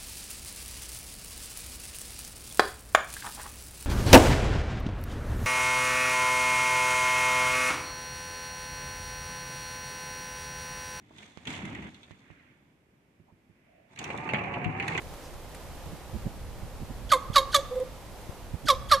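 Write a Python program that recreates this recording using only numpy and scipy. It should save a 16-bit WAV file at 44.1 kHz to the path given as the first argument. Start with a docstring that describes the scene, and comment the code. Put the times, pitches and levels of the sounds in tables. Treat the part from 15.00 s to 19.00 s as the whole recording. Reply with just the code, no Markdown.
"""In an outdoor aviary a raven gives five abrupt, harsh barks, with three soft hoots after the third.
Each bark starts with a faint falling squeak, breaks into a rasp over a strong octave and sags in pitch:
a periodic source, coloured by throat and beak resonances. The enclosure answers with brief reflections.
Beneath lie a quiet hush, faint ticks, one rustle and light wind bumping the microphone."""
import sys
import numpy as np
from scipy import signal
from scipy.fft import rfft, irfft, next_fast_len
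from scipy.io import wavfile
from scipy.ndimage import map_coordinates

SR = 44100
rng = np.random.default_rng(int(sys.argv[2]) if len(sys.argv) > 2 else 0)


def materialize(psi):
    """Save the field psi as 16-bit PCM at rate SR to the path in sys.argv[1].

    A 1-D psi becomes a single channel; in a 2-D psi each row is a channel.
    """
    bounded = np.clip(np.atleast_2d(psi).T, -1, 1)
    quanta = np.round(bounded * 32767).astype(np.int16)
    wavfile.write(sys.argv[1], SR, quanta)


N = 176400
TIME = np.arange(N) / SR
BAND_LIMIT_HZ = 14400


def amp(db):
    """Decibels as an amplitude ratio."""
    return 10 ** (np.asarray(db) / 20)


def unit_rms(x):
    """Normalisation to unit power."""
    return x / np.sqrt(np.mean(x ** 2) + 1e-20)


def along(points, hz):
    """Interpolation on a logarithmic frequency axis."""
    knots_hz, values = np.transpose(points)
    return np.interp(np.log(hz + 1), np.log(knots_hz + 1), values)


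def wobble(rate, size):
    """Smooth random modulation with `rate` knots a second."""
    return map_coordinates(rng.standard_normal(4096), [np.arange(size) * rate / SR], mode="wrap")


def filtered(x, response):
    """Linear filtering: the spectrum times a frequency response."""
    n = x.shape[-1]
    padded = next_fast_len(n + 8192)
    return irfft(rfft(x, padded) * response(np.fft.rfftfreq(padded, 1 / SR)), padded)[..., :n]


def add(track, start_s, sound):
    """Superposition of a sound on a track."""
    part = track[..., max(round(start_s * SR), 0):][..., :sound.shape[-1]]
    part += sound[..., :part.shape[-1]]


def pan(db):
    """Stereo gains for a level difference, left minus right."""
    return amp(np.array([[db], [-db]]) / 2)


def envelope(t, attack_s, hold_s, release_s, droop_db=0):
    """A smooth rise, a drooping hold, then exponential decay of a further 20 dB per release time."""
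    rise = np.sin(np.pi / 2 * np.clip(t / attack_s, 0, 1)) ** 2
    return rise * amp(-droop_db * t / hold_s - 20 * np.maximum(t - hold_s, 0) / release_s)


def coloured_noise(size, response):
    """Spectrally shaped white noise of unit power."""
    return unit_rms(filtered(rng.standard_normal(size), response))


def stereo_noise(response, coherence):
    """Partially coherent noise: the balance of mid and side sets the left-right correlation."""
    angle = lambda hz: np.arccos(np.clip(along(coherence, hz), -1, 1)) / 2
    white = rng.standard_normal((2, N))
    mid, side = filtered(white, lambda hz: response(hz) * [np.cos(angle(hz)), np.sin(angle(hz))])
    return unit_rms(np.array([mid + side, mid - side]))


HUSH_SPECTRUM = [(120, -5.5), (200, -7), (320, -5.5), (430, -7.5), (520, -3.5), (640, -8), (800, -8),
                 (1440, -16.5), (3090, -21), (7000, -25.5), (14000, -28)]  # ambient spectrum: frequency_hz, gain_db
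HUSH_DRIFT = [(0, -46.5), (.6, -46.5), (1.3, -48), (3.1, -47.5), (4, -49)]  # slow ambient drift: time_s, level_db
HUSH_COHERENCE = [(200, 0.85), (1000, 0.88), (4000, 0.25), (12000, 0.1)]  # left-right likeness: frequency_hz, correlation
def hush():
    """Distant outdoor noise, nearly steady, whose coherence falls in the treble."""
    response = lambda hz: amp(along(HUSH_SPECTRUM, hz)) * hz ** 2 / (hz ** 2 + 130 ** 2)
    level_db = np.interp(TIME, *np.transpose(HUSH_DRIFT)) + 0.56 * wobble(6.83, N)
    return amp(level_db) * stereo_noise(response, HUSH_COHERENCE) * pan(-1.9)


RUMBLE_SPECTRUM = [(15, -6.5), (30, 4), (70, 1.5), (130, -6.5), (250, -14), (600, -51)]  # wind spectrum: frequency_hz, gain_db
RUMBLE_SWELL = [(0, -47.5), (.8, -44), (2.0, -41), (2.9, -47), (3.4, -45.5), (4, -37.5)]  # wind strength: time_s, level_db
WIND_BUMPS = [(0.871, 0.02, -40, 138, -6), (0.937, 0.036, -45.5, 170, -14.5),
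              (1.157, 0.036, -33.5, 142, -9), (1.269, 0.024, -29.5, 187, -5.5),
              (1.636, 0.042, -43, 141, -13), (1.822, 0.023, -36, 160, -5), (1.909, 0.022, -39.5, 148, -12),
              (2.303, 0.006, -30.5, 194, -16), (3.294, 0.0095, -40.5, 121, 23),
              (3.545, 0.026, -33.5, 121, -13.5), (3.656, 0.026, -40, 167, -12.5)]  # pressure pulses: centre_s, length_s, level_db, cutoff_hz, pan_db
def wind():
    """Turbulent pressure on the microphone makes an uneven rumble and short low bumps."""
    level_db = np.interp(TIME, *np.transpose(RUMBLE_SWELL)) + 1.8 * wobble(12, N)
    rumble = stereo_noise(lambda hz: amp(along(RUMBLE_SPECTRUM, hz)), coherence=[(60, 0.61)])
    out = amp(level_db) * rumble * pan(-1.5)
    t = np.arange(-SR // 10, SR // 10) / SR
    for centre_s, length_s, db, cutoff_hz, pan_db in WIND_BUMPS:
        puff = 0.5 * rng.standard_normal((2, len(t))) + rng.standard_normal(len(t))
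        puff *= np.exp(-(2 * t / length_s) ** 2)
        puff = filtered(puff, lambda hz: hz / (hz + 70) / np.sqrt(1 + (hz / cutoff_hz) ** 6))
        puff *= np.sqrt(length_s * SR) / np.linalg.norm(puff, axis=1, keepdims=True)
        add(out, centre_s + t[0], amp(db) * puff * pan(pan_db))
    return out


def rustle(centre_s=0.253, length_s=0.07, centre_hz=5460, level_db=-57):
    """Band-pass noise under a Gaussian envelope, heard as a faint high rustle."""
    noise = coloured_noise(N, lambda hz: 1 / (1 + ((hz - centre_hz) / 1800) ** 2))
    return amp(level_db) * noise * np.exp(-(2 * (TIME - centre_s) / length_s) ** 2)


DRY_TICKS = [(0.019, -46), (.139, -45.5), (.339, -46), (0.548, -39.5), (2.756, -46), (2.800, -42)]  # small transients: start_s, level_db
TICK_SPECTRUM = [(500, 9), (2500, 1), (5000, -7), (9000, -2), (14000, -18)]  # their spectrum: frequency_hz, gain_db
def ticks(decay_s=0.0053):
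    """Exponentially damped noise bursts, heard as dry ticks."""
    out, t = np.zeros(N), np.arange(SR // 30) / SR
    for start_s, level_db in DRY_TICKS:
        noise = coloured_noise(len(t), lambda hz: amp(along(TICK_SPECTRUM, hz)))
        add(out, start_s, amp(level_db) * noise * np.exp(-t / decay_s))
    return out


REVERB_TIMES = [(200, 0.14), (550, 0.59), (1200, 0.86), (4000, 1), (8000, 0.17), (14000, 0.11)]  # decay of the enclosure: frequency_hz, t60_s
TAIL_SPECTRUM = [(200, -20), (550, 1), (1150, -3.5), (2500, -7), (4000, -12.5), (8000, 4.5), (14000, 15)]  # diffuse field: frequency_hz, gain_db
REFLECTIONS = [(.0095, -29), (.021, -22.5), (.034, -31), (.047, -22)]  # echoes off beams and walls: delay_s, gain_db
def aviary(sound, tail_gain_db=-18.5, build_up_s=0.0066, echo_cutoff_hz=4600):
    """Convolution with an impulse response: direct sound, dull early reflections and a diffuse tail."""
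    hz, t, spectra = signal.stft(rng.standard_normal((2, SR * 3 // 4)), SR, nperseg=256)
    decay = amp(-60 * t / along(REVERB_TIMES, hz)[:, None])
    tail = signal.istft(spectra * decay * (1 - np.exp(-t / build_up_s)), SR, nperseg=256)[1]
    mid, side = filtered(tail / np.linalg.norm(tail[0]), lambda f: amp(along(TAIL_SPECTRUM, f)))
    side = filtered(side, lambda f: f / (f + 2500))  # the bass stays central
    echoes = np.zeros(len(mid))
    for delay_s, gain_db in REFLECTIONS:
        add(echoes, delay_s, amp([gain_db]))
    echoes = filtered(echoes, lambda f: 1 / (1 + 1j * f / echo_cutoff_hz))
    response = amp(tail_gain_db) * np.array([mid + side, mid - side]) + echoes
    response[:, 0] += 1  # direct path
    return signal.fftconvolve(sound[None], response, axes=1)


HOOT_NOTES = [(2.708, 0.045, 500.6, -31), (2.752, 0.043, 509, -27), (2.797, .040, 507.4, -27.5)]  # soft calls: start_s, length_s, pitch_hz, level_db
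def hoots(arch=0.02, rise=0.03, overtones_db=(-26.5, -43, -38)):
    """Nearly sinusoidal vibration: weak harmonics on a pitch that arches and rises slightly."""
    out = np.zeros((2, N))
    for start_s, length_s, pitch_hz, level_db in HOOT_NOTES:
        progress = np.linspace(0, 1, int(length_s * SR))
        arc = np.abs(np.sin(np.pi * progress))
        pitch = pitch_hz * (1 + arch * (arc - 2 / np.pi) + rise * (progress - 0.5))
        phase = 2 * np.pi * np.cumsum(pitch) / SR
        tone = np.sin(phase) + sum(amp(db) * np.sin(k * phase) for k, db in enumerate(overtones_db, 2))
        add(out, start_s, aviary(np.sqrt(2) * amp(level_db) * tone * arc ** 0.65))
    return out


THROAT_FORMANTS = [(150, -19), (400, -24), (800, -12), (1400, -9.5), (1750, -1.5), (2250, -5.5),
                   (2650, -15), (3300, -3), (4500, -3), (5200, -13.5), (5900, -11), (6900, -13.5),
                   (8000, -14.5), (8800, -19.5), (9800, -15.5), (11300, -12.5), (12500, -21.5),
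                   (14200, -24)]  # vocal tract response: frequency_hz, gain_db
def vocal_tract(beak_hz, upper_hz, upper_db, treble_db):
    """The filter of the source-filter model: throat formants, two resonance peaks and a treble shelf."""
    def response(hz):
        beak = 10.5 / (1 + ((hz - beak_hz) / 170) ** 2)
        upper = upper_db / (1 + ((hz - upper_hz) / 360) ** 2)
        shelf = treble_db * np.clip((hz - 4500) / 2500, 0, 1)
        return amp(along(THROAT_FORMANTS, hz) + beak + upper + shelf)
    return response


SQUEAK_FORMANTS = [(1200, -28.5), (1500, -39), (1900, -47), (2600, -52), (3300, -44), (4500, -38.5),
                   (5500, -50.5), (7500, -56), (11000, -58.5), (14000, -68)]  # resonances shaping the squeak: frequency_hz, level_db
def squeak(length_s, from_hz=3450, to_hz=1185, fall_s=0.0105, hiss_db=-41):
    """A falling whistle whose harmonics flare as they cross throat resonances."""
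    t = np.arange(SR // 16) / SR
    pitch = to_hz + (from_hz - to_hz) / (1 + (t / fall_s) ** 3)
    pitch *= 1 + 0.042 * wobble(256, len(t))
    phase = 2 * np.pi * np.cumsum(pitch) / SR
    tone = np.zeros(len(t))
    for k in range(1, 7):
        level_db = along(SQUEAK_FORMANTS, k * pitch) + 2.7 * wobble(214, len(t))
        tone += amp(level_db) * (k * pitch < BAND_LIMIT_HZ) * np.sin(k * phase)
    hiss = coloured_noise(len(t), lambda hz: amp(along(THROAT_FORMANTS, hz)))
    hiss *= amp(hiss_db) * np.minimum(t / length_s, 1) ** 2  # a faint hiss swells just before the bark
    return (np.sqrt(2) * tone + hiss) * envelope(t, 0.0033, length_s + 0.001, 0.0025)


def rasp(t, pitch, phase, tract, length_s, clearing_s=0.01):
    """Roughness from amplitude modulation: uneven harmonics and noise pulsed once a cycle."""
    overtones = np.zeros(len(t))
    for k in range(3, 28):
        flicker = amp(4 * wobble(90, len(t)))
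        overtones += tract(k * pitch) * flicker * np.cos(k * phase + rng.uniform(0, 2 * np.pi))
    overtones /= np.std(overtones[t < length_s])
    noise = unit_rms(filtered(rng.standard_normal(len(t)) * (1 + np.cos(phase)) ** 2, tract))
    noise_share = 0.08 + 0.61 * np.exp(-t / clearing_s)  # noisiest as the voice breaks in
    blend = np.sqrt(1 - noise_share) * overtones + np.sqrt(noise_share) * noise
    return blend * envelope(t, 0.0042, length_s, 0.023, droop_db=5.5)


def bark(rasp_s, first_hz, last_hz, octave_db, octave_hold_s, rasp_db, beak_hz, upper_hz, upper_db,
         treble_db, catch_s, catch_db, sag_s=0.016, jitter=0.013, shimmer_db=1.0):
    """A harmonic series on one sagging pitch: weak fundamental, strong octave and filtered rasp."""
    t = np.arange(SR // 8) / SR
    pitch = last_hz + (first_hz - last_hz) * np.exp(-t / sag_s)
    phase = 2 * np.pi * np.cumsum(pitch * (1 + jitter * wobble(600, len(t)))) / SR
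    tract = vocal_tract(beak_hz, upper_hz, upper_db, treble_db)
    rough = amp(rasp_db) * rasp(t, pitch, phase, tract, rasp_s)
    octave = np.sqrt(2) * amp(octave_db) * np.sin(2 * phase)
    octave *= envelope(t, 0.014, octave_hold_s, 0.029, droop_db=2.5)
    fundamental = np.sqrt(2) * amp(-28.5) * np.sin(phase) * envelope(t + 0.0042, 0.018, 0.052, 0.026)
    catch = amp(-catch_db * np.exp(-((t - catch_s) / 0.0024) ** 2))  # a brief dip in the voice
    return (catch * (rough + octave) + fundamental) * amp(shimmer_db * wobble(500, len(t)))


# Harsh calls: start_s, rasp_s, first_hz, last_hz, octave_db, octave_hold_s, rasp_db,
# beak_hz, upper_hz, upper_db, treble_db, catch_s, catch_db
BARK_CALLS = [(2.116, .025, 692, 495.4, -8.5, 0.016, -20, 3490, 2040, 7, 4, 0.015, 10),
              (2.356, 0.029, 627, 529.8, -10, 0.022, -16, 3860, 4600, 5.5, -1, 0.02, 7.5),
              (2.542, 0.023, 644, 543, -8.5, 0.0081, -15.5, 3570, 6500, 8, 1, 0.015, 7.5),
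              (3.682, 0.028, 699.4, 507.3, -13, 0.025, -17.5, 3530, 5500, 7.5, -1.5, 0.0156, 8),
              (3.912, 0.031, 691.5, 533, -9.5, 0.021, -17.5, 3680, 5430, 8.5, -2, .018, 5.5)]
def barks(squeak_s=0.026):
    """Each bark and its onset transient, the squeak, excite the enclosure's reverberation."""
    out = np.zeros((2, N))
    for start_s, *shape in BARK_CALLS:
        add(out, start_s - squeak_s, aviary(squeak(squeak_s)))
        add(out, start_s, aviary(bark(*shape)))
    return out


RAVEN_DIRECTION = [(500, -3), (1200, -3), (3000, -2.5), (5000, -3), (9000, -1)]  # stereo balance: frequency_hz, left_minus_right_db
def raven():
    """A level difference between the channels places the calls a little to the right."""
    return filtered(barks() + hoots(), lambda hz: amp(np.outer([0.5, -0.5], along(RAVEN_DIRECTION, hz))))


def scene():
    """Independent sources add by linear superposition."""
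    return raven() + ticks() + rustle() + wind() + hush()


def record(dry):
    """An ideal low-pass filter removes everything above the band limit."""
    return filtered(dry, lambda hz: hz < BAND_LIMIT_HZ)


dry = scene()
out = record(dry)
materialize(out)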